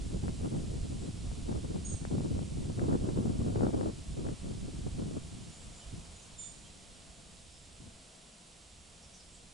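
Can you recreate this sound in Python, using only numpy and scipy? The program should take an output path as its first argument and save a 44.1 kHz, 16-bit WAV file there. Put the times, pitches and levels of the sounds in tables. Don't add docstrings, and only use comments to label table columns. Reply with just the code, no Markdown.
import sys
import numpy as np
from scipy import signal
from scipy.fft import rfft, irfft, next_fast_len
from scipy.io import wavfile
from scipy.ndimage import map_coordinates

SR = 44100
rng = np.random.default_rng(int(sys.argv[2]) if len(sys.argv) > 2 else 0)


def store_wav(level_fs):
    pcm = np.round(np.clip(np.atleast_2d(level_fs), -1, 1) * 32767)
    wavfile.write(sys.argv[1], SR, pcm.T.astype(np.int16))


N = 420273


def amp(db):
    return 10 ** (np.asarray(db) / 20)


def along(points, hz):
    freqs, values = np.transpose(points)
    return np.interp(np.log(hz + 1), np.log(freqs + 1), values)


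def curves(rows):
    times, *lanes = np.transpose(rows)
    return [np.interp(np.arange(N) / SR, times, lane) for lane in lanes]


def wobble(rate):
    return map_coordinates(rng.standard_normal(int(N * rate / SR) + 4), [np.arange(N) * rate / SR])


def filtered(x, response):
    size = next_fast_len(N + SR // 2)
    return irfft(rfft(x, size) * response(np.fft.rfftfreq(size, 1 / SR)), size)[..., :N]


def panned(x, left_db):
    return x * amp([[left_db / 2], [-left_db / 2]])


def rush(spectrum, correlation, lumps_db=0):
    def mid_side_eq(hz):
        width = np.arccos(np.clip(along(correlation, hz), -1, 1)) / 2
        return amp(along(spectrum, hz)) * [np.cos(width), np.sin(width)]
    mid, side = filtered(rng.standard_normal((2, N)) * amp(lumps_db), mid_side_eq)
    stereo = np.array([mid + side, mid - side])
    return stereo / np.sqrt(np.mean(stereo ** 2) + 1e-20)


def scattered(x, t60_s, build_s):
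    t = np.arange(SR // 2) / SR
    build_up = 1 - np.exp(-(t / build_s) ** 4)
    tail = rng.standard_normal((2, len(t))) * amp(-60 * t / t60_s) * build_up
    return signal.fftconvolve(x[None], tail / np.linalg.norm(tail[0]), axes=1)[:, :N]


def air():
    # time_s, hiss_db, murmur_db
    rides = [(0.0, -55, -59.5), (5.9, -56, -58), (6.9, -57.7, -58.5), (7.5, -58.3, -63),
             (8.15, -58.6, -60.5), (8.5, -59, -63.5), (9.53, -59, -62.5)]
    # freq_hz, level_db
    murmur_eq = [(20, -4), (45, 4), (80, -11), (125, -4.5), (165, 3.5), (230, -3.5), (390, -15),
                 (480, -7.5), (590, -11), (680, -3.5), (770, -13), (1400, -15.5), (3000, -38), (6000, -66)]
    hiss_eq = [(500, 3.5), (1600, -5.5), (2300, -1), (3000, 1.56), (3600, 1.2), (5800, -0.06), (6400, -2),
               (7100, 2), (7700, 1.5), (8050, 0), (8600, 1), (9400, -2), (10200, -2.5), (11000, -9.5)]
    # freq_hz, correlation
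    image = [(100, 1), (270, 1), (520, .15), (700, 0.34), (1200, 0.17), (2500, 0.59), (5200, 0.82),
             (7600, 0.89), (10000, 0.4)]
    hiss_db, murmur_db = curves(rides)
    murmur = amp(murmur_db + 1.3 * wobble(4)) * rush(murmur_eq, image)
    hiss = amp(hiss_db + 1.46) * rush(hiss_eq, image)
    return panned(murmur, left_db=3.0) + panned(hiss, left_db=-2)


def far_birds(fall_share=0.026):
    # start_s, length_s, pitch_hz, level_db, rasp_share (of the pitch)
    notes = [(.96, 0.11, 7650, -59, 0.036), (5.50, 0.097, 7100, -59, 0.027), (5.58, 0.092, 7740, -59, .035),
             (5.73, 0.102, 7100, -58, .035), (5.786, .08, 3010, -61.5, .003),
             (6.13, 0.079, 6930, -58, .005), (6.20, 0.065, 6330, -61, .006),
             (6.336, 0.197, 3540, -62, .016), (6.61, .09, 3200, -66, .007), (7.502, 0.096, 5200, -63, .03),
             (9.02, 0.04, 5520, -59.5, .06), (9.13, 0.043, 5800, -55.5, .07), (9.19, 0.036, 5120, -59, .06),
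             (9.322, 0.058, 7700, -58, 0.057)]
    t, peeps = np.arange(N) / SR, np.zeros(N)
    jitter = wobble(1200)
    for start, length, hz, db, rasp in notes:
        on = (t > start) & (t < start + length)
        progress = (t[on] - start) / length
        pitch = hz * (1 - fall_share * (progress - .5) + rasp * jitter[on])
        peeps[on] += amp(db) * np.sin(np.pi * progress) * np.sin(2 * np.pi * np.cumsum(pitch) / SR)
    tail = scattered(peeps, t60_s=0.31, build_s=0.01)
    return panned(peeps + amp(-2.5) * tail, left_db=-1.0)


def airflow(attack_s=.016, release_s=0.03, surge_s=0.056, lull_db=-10):
    # time_s, swell_db, buffet_db
    breeze = [(0.0, -40, -42.5), (0.7, -41.5, -40.5), (1.13, -46, -44.5), (1.3, -42, -45.5),
              (1.75, -43, -42.5), (2.65, -43.5, -42), (3.45, -43, -36.5), (3.9, -47, -46.5),
              (4.6, -46, -43), (4.95, -47, -45.5), (5.4, -51, -49), (5.95, -48, -61.5), (6.3, -57.5, -61),
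              (7.2, -61, -66), (7.9, -57.5, -71), (8.35, -83, -78), (8.6, -60.5, -75), (9.53, -62.5, -73)]
    # start_s, length_s, buffet_db, flutter_db
    gusts = [(0.137, 0.03, -38, -48.5), (0.236, 0.057, -39.5, -41), (0.435, 0.027, -37.5, -41.5),
             (0.521, 0.076, -38.5, -43.5), (1.497, .07, -37.5, -42), (1.652, 0.14, -42.5, -49.5),
             (2.117, 0.084, -33.5, -39.5), (2.246, 0.03, -36.5, -43), (2.319, .1, -37, -46),
             (2.696, 0.013, -39, -43.5), (2.784, 0.082, -35.5, -38), (2.886, .06, -30.5, -34),
             (3.045, 0.059, -39, -40.5), (3.17, 0.12, -34.5, -40), (3.405, 0.24, -38.5, -40.5),
             (3.603, 0.085, -37.5, -33), (3.739, .16, -38.5, -40.5), (4.177, 0.14, -38, -43),
             (4.445, 0.047, -40, -44.5), (4.845, 0.033, -43, -62), (4.979, 0.19, -40, -47.5),
             (5.934, 0.043, -45.5, -64), (7.807, .07, -54, -70)]
    # middle_s, level_db
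    surges = [(.15, -38), (.82, -40), (1.28, -39), (1.94, -34), (2.335, -33.5), (3.02, -37.5), (3.42, -38),
              (4.11, -35), (4.43, -37.5), (4.935, -37), (5.68, -51)]
    # middle_s, length_s
    lulls = [(1.985, 0.035), (4.05, 0.037), (4.378, 0.087), (5.563, 0.092), (5.795, 0.094), (6.215, 0.09)]
    t = np.arange(N) / SR
    bump = lambda middle, length: np.exp(-(2 * (t - middle) / length) ** 2)
    swell_db, breeze_db = curves(breeze)
    buffet = amp(breeze_db)
    fresh_breeze_db, fresh_flutter_db = -42, -54
    flutter = amp(fresh_flutter_db + 1.55 * (breeze_db - fresh_breeze_db))
    for start, length, buffet_db, flutter_db in gusts:
        end = start + length
        gust = np.interp(t, [start - attack_s, start, end, end + release_s], [0, 1, 1, 0])
        buffet = np.hypot(buffet, amp(buffet_db) * gust)
        flutter = np.hypot(flutter, amp(flutter_db) * gust)
    swell = np.hypot(amp(swell_db), sum(amp(db) * bump(middle, surge_s) for middle, db in surges))
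    dips_db = lull_db * sum(bump(middle, length) for middle, length in lulls)
    return 20 * np.log10([swell, buffet, flutter]) + dips_db


def wind():
    # freq_hz, level_db
    swell_eq = [(10, -8.5), (25, -8.5), (50, -2.5), (80, -4.5), (130, -15), (250, -32), (600, -93)]
    buffet_eq = [(30, -46), (70, -5), (110, 0), (160, 0), (240, -5), (400, -15), (700, -34.5), (1200, -60),
                 (2500, -85)]
    flutter_eq = [(100, -21), (200, -1.5), (310, 2), (550, -6.5), (850, -17.5), (1400, -26), (2200, -44.5),
                  (4000, -62)]
    # freq_hz, correlation
    wide_image = [(70, 0.95), (140, 0.061), (280, -0.2), (560, -0.55), (1200, -0.5)]
    swell_image = [(30, 1.0), (70, 0.96), (200, 0.6)]
    swell_db, buffet_db, flutter_db = airflow()
    puffs = wobble(45) * np.interp(flutter_db, [-52, -38], [1.3, .55])
    swell = amp(swell_db) * rush(swell_eq, swell_image)
    buffet = amp(buffet_db + 1.5 + 1.5 * puffs) * rush(buffet_eq, wide_image, lumps_db=2.3 * wobble(120))
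    puff_db = flutter_db + 3.5 * puffs
    shedding = 1 / (1 + amp(3 * (-56 - puff_db)))
    flutter = shedding * amp(puff_db + 3.0) * rush(flutter_eq, wide_image, lumps_db=4.4 * wobble(220))
    return panned(swell, left_db=-3.5) + panned(buffet, left_db=.5) + panned(flutter, left_db=1.4)


def eddies(thump_hz=420, tick_hz=1600, tick_width_s=0.00039, right_gain=-0.29):
    # middle_s, thump_db, tick_db
    hits = [(0.282, -34, -56), (0.566, -44, -70), (1.316, -38, -73), (1.527, -34, -63), (1.761, -33, -75),
            (1.944, -36.5, -72), (2.052, -31.5, -53.5), (2.183, -31, -69), (2.392, -31, -66),
            (2.795, -44, -53), (2.93, -39, -57), (3.091, -38, -61), (3.609, -25, -60), (3.668, -27.5, -65),
            (3.706, -35, -74), (3.812, -28, -56.5), (4.269, -42, -60), (4.288, -36, -59)]
    pops = np.zeros(N + SR)
    t = np.arange(SR // 50) / SR - 1 / 100
    phase = 2 * np.pi * thump_hz * t
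    thump = phase * np.exp(-phase ** 2 / 2)
    tick = np.sin(2 * np.pi * tick_hz * t) * np.exp(-(t / tick_width_s) ** 2 / 2)
    for middle, thump_db, tick_db in hits:
        first = round((middle + t[0]) * SR)
        pops[first:first + len(t)] += amp(thump_db + 9.0) * thump + amp(tick_db + 22.5) * tick
    return pops[:N] * np.array([[1], [right_gain]])


def whistle(start_s, pitch_hz, level_db, attack_s, scoop_hz, hold_s, drop_hz, fade_db_per_s):
    length_s, scoop_s, drop_s, waver_share = .12, 0.0121, 0.0136, .009
    t = np.clip(np.arange(N) / SR - start_s, 0, length_s)
    fading_s = np.maximum(t - hold_s, 0)
    pitch = pitch_hz + scoop_hz * np.exp(-t / scoop_s) - drop_hz * (1 - np.exp(-fading_s / drop_s))
    phase = 2 * np.pi * np.cumsum(pitch * (1 + waver_share * wobble(450))) / SR
    gate = np.minimum(t / attack_s, 1) * (t < length_s)
    return np.sqrt(2) * amp(level_db - fade_db_per_s * fading_s) * gate * np.sin(phase)


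def plover():
    # start_s, pitch_hz, level_db, attack_s, scoop_hz, hold_s, drop_hz, fade_db_per_s
    notes = [(1.847, 6680, -45, .005, 1, 0.025, 100, 2400), (1.845, 8500, -50, .012, 580, .058, 690, 380),
             (1.891, 6480, -50.5, .008, 100.5, .01, 90, 480),
             (6.381, 7140, -45, 0.011, 90, 0.0272, 340, 300), (6.381, 8600, -54, 0.027, 699, .06, 165, 250)]
    # delay_s, level_db
    banks = [(0.014, -21), (0.038, -7.5), (.07, -6)]
    calls = sum(whistle(*note) for note in notes)
    slaps = lambda hz: sum(amp(db) * np.exp(-2j * np.pi * hz * delay) for delay, db in banks)
    echoes = filtered(calls, slaps)
    tail = scattered(calls, t60_s=0.47, build_s=0.021)
    return panned(calls + echoes + amp(-2.5) * tail, left_db=-5.0)


def scene():
    return wind() + eddies() + air() + plover() + far_birds()


def record(dry):
    top_hz = 11080
    return filtered(dry, lambda hz: hz < top_hz)


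dry = scene()
out = record(dry)
store_wav(out)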